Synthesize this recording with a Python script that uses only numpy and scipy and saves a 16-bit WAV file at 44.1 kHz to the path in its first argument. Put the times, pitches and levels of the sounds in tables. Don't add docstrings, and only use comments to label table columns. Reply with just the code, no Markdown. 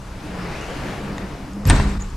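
import sys
import numpy as np
from scipy import signal
from scipy.fft import rfft, irfft, next_fast_len
from scipy.io import wavfile
from scipy.ndimage import uniform_filter1d, map_coordinates

SR = 44100
rng = np.random.default_rng(int(sys.argv[2]) if len(sys.argv) > 2 else 0)


def generate_wav(sig):
    pcm = np.round(np.clip(np.atleast_2d(sig).T, -1, 1) * 32767).astype(np.int16)
    wavfile.write(sys.argv[1], SR, pcm)


N = 95256
T = np.arange(N) / SR

# t/s, level/dB of floor, wall, panel and latch, latch cutoff f/Hz, latch t60/s
CONTACTS = [(1.656, -42, -40, -16.5, -38, 1997, .03), (1.668, -37, -23, -14.5, -29, 2516, 0.016),
            (1.684, -38, -11, -13, -36, 2500, .03), (1.6993, -30, -26, -28, 0, 6000, 0.015),
            (1.706, -6, -13.5, -23.5, -2, 3120, 0.025), (1.7108, -20, -23, -15.5, -7, 2020, 0.016),
            (1.724, -32, -27, -41, -16.5, 3000, 0.013), (1.746, -32, -26, -25, -20.5, 2500, 0.039),
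            (1.762, -18, -13.5, -17.5, -18.5, 9000, 0.023), (1.7986, -30, -28, -23, -3, 1490, 0.022),
            (1.844, -20, -24, -27, -35, 1500, 0.033)]


def amp(db):
    return 10 ** (np.asarray(db) / 20)


def unit(x):
    return x / np.sqrt(np.mean(x ** 2) + 1e-20)


def along(points, hz):
    f, v = np.transpose(points)
    return np.interp(np.log(hz + 1), np.log(f + 1), v)


def curves(rows):
    s, *cols = np.transpose(rows)
    gate = uniform_filter1d(1. * (T <= s[-1]) * (T >= s[0]), size=400)
    return [np.interp(T, s, c) for c in cols] + [gate]


def wobble(rate):
    return map_coordinates(rng.standard_normal(int(N * rate / SR) + 4), [T * rate])


def filtered(x, response):
    m = next_fast_len(N + SR // 2)
    return irfft(rfft(x, m) * response(np.fft.rfftfreq(m, 1 / SR)), m)[..., :N]


def rush(spectrum, patchy_db):
    coherence = [(150, 0.97), (300, 1), (550, 0.83), (1650, 0.76), (5000, 0.72), (15000, 0.41)]
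    balance = [(150, -0.5), (400, 1.5), (950, 3), (3770, 2), (15000, 4)]
    z = signal.stft(rng.standard_normal((2, N)), nperseg=512)[2]
    patches = uniform_filter1d(rng.standard_normal(z.shape[1:]), size=6, axis=0)
    patches = uniform_filter1d(patches, size=10, axis=1)
    pair = signal.istft(z * amp(patchy_db * unit(patches)), nperseg=512)[1][:, :N]
    angle = lambda hz: np.arccos(np.clip(along(coherence, hz), -1, 1)) / 2
    mid, side = filtered(pair, lambda f: amp(along(spectrum, f)) * [np.cos(angle(f)), np.sin(angle(f))])
    stereo = np.array([mid + side, mid - side])
    return unit(filtered(stereo, lambda f: amp(np.outer([.5, -.5], along(balance, f)))))


def ring(s, db, modes, attack_s, scatter_db):
    start = round(s * SR)
    elapsed = np.maximum(T - s, 0)[start:]
    out = np.zeros(N)
    for hz, level, t60 in modes:
        t = elapsed[:int(min(t60, 1) * SR)]
        decay = amp(db + level + scatter_db * rng.normal() - 60 * t / t60)
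        out[start:][:len(t)] += decay * np.sin(2 * np.pi * hz * t) * (1 - np.exp(-t / attack_s))
    return out


def rolling():
    travel = [(0, -44.5, -7, -61), (.1, -46, -2.5, -48), (.25, -41, -1.5, -33.5), (.4, -34.5, -5.5, -41),
              (.55, -36, -1.5, -50), (.72, -35.5, -2, -37.5), (.88, -34, -2.5, -29.5), (1.03, -36, -4, -36),
              (1.09, -34.5, -6, -30), (1.24, -37, -6.5, -38.5), (1.4, -40.5, -5.5, -35.5),
              (1.53, -44.5, -4, -38.5), (1.58, -44.5, -28, -32.5), (1.66, -40, -23, -46)]
    track_spectrum = [(53, -3), (90, -11), (140, -1), (167, -16), (199, -4), (248, -9.5), (459, -7.5),
                      (801, -11.5), (3000, -27), (3900, -96), (6600, -120)]
    grit_spectrum = [(880, -7), (1500, 0), (2240, -3), (3650, -9.5), (4990, -12.5), (12100, -27),
                     (15500, -31)]
    drone_spectrum = [(100, -25), (140, 5.5), (220, -6), (300, 3.5), (400, -15), (600, -44.5)]
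    glide = [(.38, 1855, -60), (.45, 2050, -44), (.5, 2150, -42), (.535, 2230, -38), (.555, 2500, -39),
             (.6, 2600, -42), (.65, 2820, -44.5), (.73, 3050, -44), (.78, 3100, -58)]
    level_db, treble_db, drone_db, gate = curves(travel)
    body = amp(level_db + 4 + .6 * wobble(16.5)) * rush(track_spectrum, patchy_db=1.1)
    grit = amp(level_db + treble_db + .3 * wobble(20.5)) * rush(grit_spectrum, patchy_db=1.2)
    drone = amp(drone_db - 2) * rush(drone_spectrum, patchy_db=0)
    hz, whine_db, whine_gate = curves(glide)
    spread_hz, overtone_ratio = 170, 2.25
    phase = 2 * np.pi * np.cumsum(hz + spread_hz * wobble(300)) / SR
    partials = np.sin(phase) + amp(-10.5) * np.sin(overtone_ratio * phase)
    whine = whine_gate * amp(whine_db + 2.8 * wobble(40.6)) * partials
    return gate * (body + grit + drone + whine)


def panel_hum():
    mode = [(0, 202.6, -43.5), (.25, 180, -44.5), (.32, 182.6, -32), (.46, 178.2, -30), (.54, 186, -46.5),
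            (.8, 192, -45), (.87, 195.3, -29.5), (1, 191.9, -39.5), (1.04, 197.6, -26),
            (1.12, 197.6, -31.5), (1.18, 196.7, -39), (1.24, 191.7, -29), (1.3, 194.5, -44),
            (1.48, 192, -39), (1.56, 195.6, -29), (1.64, 197.1, -36), (1.78, 195.4, -25.5),
            (1.84, 197.5, -21.5), (1.95, 194, -30.5), (2.05, 194.8, -37), (2.16, 187, -52)]
    waver_db, waver_hz = 2, 6.5
    hz, db, _ = curves(mode)
    envelope = amp(db + .5 + waver_db * wobble(35.16))
    return envelope * np.sin(2 * np.pi * np.cumsum(hz + waver_hz * wobble(40)) / SR)


def background():
    rumble_spectrum = [(18, -12.5), (35, 0.5), (50, -2), (75, -7), (120, -10), (200, -18)]
    swell = [(0, -38), (.25, -38), (.73, -43), (.85, -43), (1.25, -39.5), (1.49, -41.5), (1.66, -40),
             (1.9, -29.5), (2.16, -35.5)]
    hiss_spectrum = [(200, 1), (500, -24), (1000, -6.5), (2000, -21.5), (5000, -19.5), (10000, -29),
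                     (11900, -33), (12800, -29.5), (15500, -48)]
    rumble = filtered(rng.standard_normal(N), lambda f: amp(along(rumble_spectrum + [(400, -120)], f)))
    hiss = amp(-42.5) * rush(hiss_spectrum, patchy_db=1.5)
    return amp(curves(swell)[0] + 4.5) * unit(rumble) + hiss


def ticks():
    strikes = [(.612, -31.5, -20), (1.1812, -24.5, 2), (1.534, -32, -18), (1.6538, -18.5, -8.5)]
    tick_modes = [(4960, -1.5, 0.0082), (6680, -1, 0.011), (7270, 1, 0.006), (10490, -12.5, 0.0074)]
    knock_modes = [(1130, 2.5, 0.0093), (1870, 2.5, 0.013), (2580, -4, .01), (3680, -4, 0.014)]
    return sum(ring(s, db - 4, tick_modes, attack_s=.00026, scatter_db=1.5)
               + ring(s, db + knock_db, knock_modes, attack_s=.00031, scatter_db=0)
               for s, db, knock_db in strikes)


def shudder():
    shaking = [(1.645, -50, -4), (1.665, -38.5, 4.5), (1.69, -30.5, 4.5), (1.72, -26, -5),
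               (1.76, -30.5, 1.5), (1.82, -33.5, -2.5), (1.9, -37.5, -2), (1.97, -42.5, -1),
               (2.05, -45.5, -1), (2.16, -51, -5)]
    frame_spectrum = [(150, -23), (250, 5.5), (360, -3), (399, -2), (624, -10), (936, -5.5), (3000, -22),
                      (3900, -37), (6600, -120)]
    fizz_spectrum = [(1180, -5), (2000, -3.5), (3020, -10.5), (4480, -7), (5990, -12), (8440, -10.5),
                     (9590, -25.5), (12500, -26), (13500, -35), (15500, -36)]
    level_db, treble_db, gate = curves(shaking)
    frame = amp(level_db + 6 + 1.6 * wobble(40.29)) * rush(frame_spectrum, patchy_db=0)
    fizz = amp(level_db + treble_db + 1.2 * wobble(50.7)) * rush(fizz_spectrum, patchy_db=2.5)
    return gate * (frame + fizz)


def thud():
    floor_modes = [(33.6, -1.5, .5)]
    wall_modes = [(49.8, 3.5, 0.24), (59.6, 1.5, 0.58), (79.4, 1.5, 0.3113)]
    panel_modes = [(99.6, 5, 0.21), (125.4, 0, 0.24), (143.2, -4, 0.37), (240, -29, 0.21), (285, -21, 0.63),
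                   (332, -21.5, 0.19), (400.2, -16.5, 0.74), (515.8, -20.5, 0.47)]
    return sum(ring(s, floor_db, floor_modes, attack_s=.007, scatter_db=1.5)
               + ring(s, wall_db, wall_modes, attack_s=.007, scatter_db=.5)
               + ring(s, panel_db, panel_modes, attack_s=.003, scatter_db=4)
               for s, floor_db, wall_db, panel_db, *_ in CONTACTS)


def latch_crunch():
    resonances = [(670, 230, 0.5), (1083, 250, 6), (1510, 340, 3.5), (1900, 360, 6), (2690, 210, 4.5),
                  (3860, 830, 1.5), (5060, 1200, -1.5), (6860, 1200, 0.5)]
    rise_s, snap_gain = .0004, 5

    def response(f):
        return sum((-1) ** k * amp(db) * 1j * f * width / (hz * hz - f * f + 1j * f * width)
                   for k, (hz, width, db) in enumerate(resonances))

    out = np.zeros(N)
    for s, *_, db, cutoff_hz, t60 in CONTACTS:
        t = np.maximum(T - s, 0)
        burst = amp(db - 60 * t / t60) * (1 - np.exp(-t / rise_s)) * rng.standard_normal(N)
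        burst[round(s * SR)] = snap_gain * amp(db)
        out += filtered(burst, lambda f: response(f) / (1 + 1j * f / cutoff_hz) ** 2)
    return out


def squeaks():
    whistles = [(1.676, 11550, -27.5, 0.0064, 0.0038, 0), (1.676, 12500, -34, .006, .004, 0),
                (1.689, 12400, -40, .003, .003, 2), (1.6985, 8450, -13, 0.0015, .003, 2),
                (1.704, 8740, -21.5, 0.0014, 0.008, 5), (2.012, 6800, -38.5, 0.009, 0.0021, 2),
                (2.022, 6790, -30, 0.0033, 0.0053, 2), (2.021, 7230, -42, .004, .004, 0),
                (2.043, 7300, -48, .008, 0.0095, 7), (2.102, 7200, -43.5, 0.0026, .004, 2)]
    flutter, roughness_rad, left_lead_s = .15, .7, 1.2e-5
    stereo_t = T + np.array([[left_lead_s], [0]])
    out = np.zeros((2, N))
    for s, hz, db, rise, fall, lean_db in whistles:
        pulse = np.exp(-((T - s) / np.where(T < s, rise, fall)) ** 2)
        envelope = amp(db) * pulse * (1 + flutter * wobble(350))
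        tone = np.sin(2 * np.pi * hz * stereo_t + roughness_rad * wobble(600))
        out += envelope * tone * amp([[lean_db / 2], [-lean_db / 2]])
    return out


def room(x):
    decay_times = [(100, 0.52), (1000, 0.75), (6000, 0.86), (13000, 0.6)]
    hz, t, z = signal.stft(rng.standard_normal((2, SR // 2)), SR, nperseg=256)
    tail = signal.istft(z * amp(-60 * t / along(decay_times, hz)[:, None]), SR, nperseg=256)[1]
    delayed = np.pad(x, (300, 0))[None]
    return signal.fftconvolve(delayed, tail / np.linalg.norm(tail[0]), axes=1)[:, :N]


def scene():
    metal = ticks() + latch_crunch()
    whistles = squeaks()
    direct = metal * amp([[.4], [-.4]]) + whistles
    reverb = amp(-7) * room(metal + amp(-12) * whistles.mean(axis=0))
    return direct + reverb + thud() + panel_hum() + shudder() + rolling() + background()


def record(dry):
    dip_s, dip_width_s, dip_db = 1.987, .006, -10
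    shelf_hz, shelf_db, top_hz = 13200, -10, 15980
    bass = filtered(dry, lambda f: 1 / (1 + (f / 250) ** 4))
    dipped = bass + (dry - bass) * amp(dip_db * np.exp(-((T - dip_s) / dip_width_s) ** 2))
    clipped = dipped / (1 + np.abs(dipped) ** 12) ** (1 / 12)
    microphone = lambda f: amp(shelf_db / (1 + np.exp((shelf_hz - f) / 200)))
    return filtered(clipped, lambda f: (f < top_hz) * (f > 8) * microphone(f))


dry = scene()
out = record(dry)
generate_wav(out)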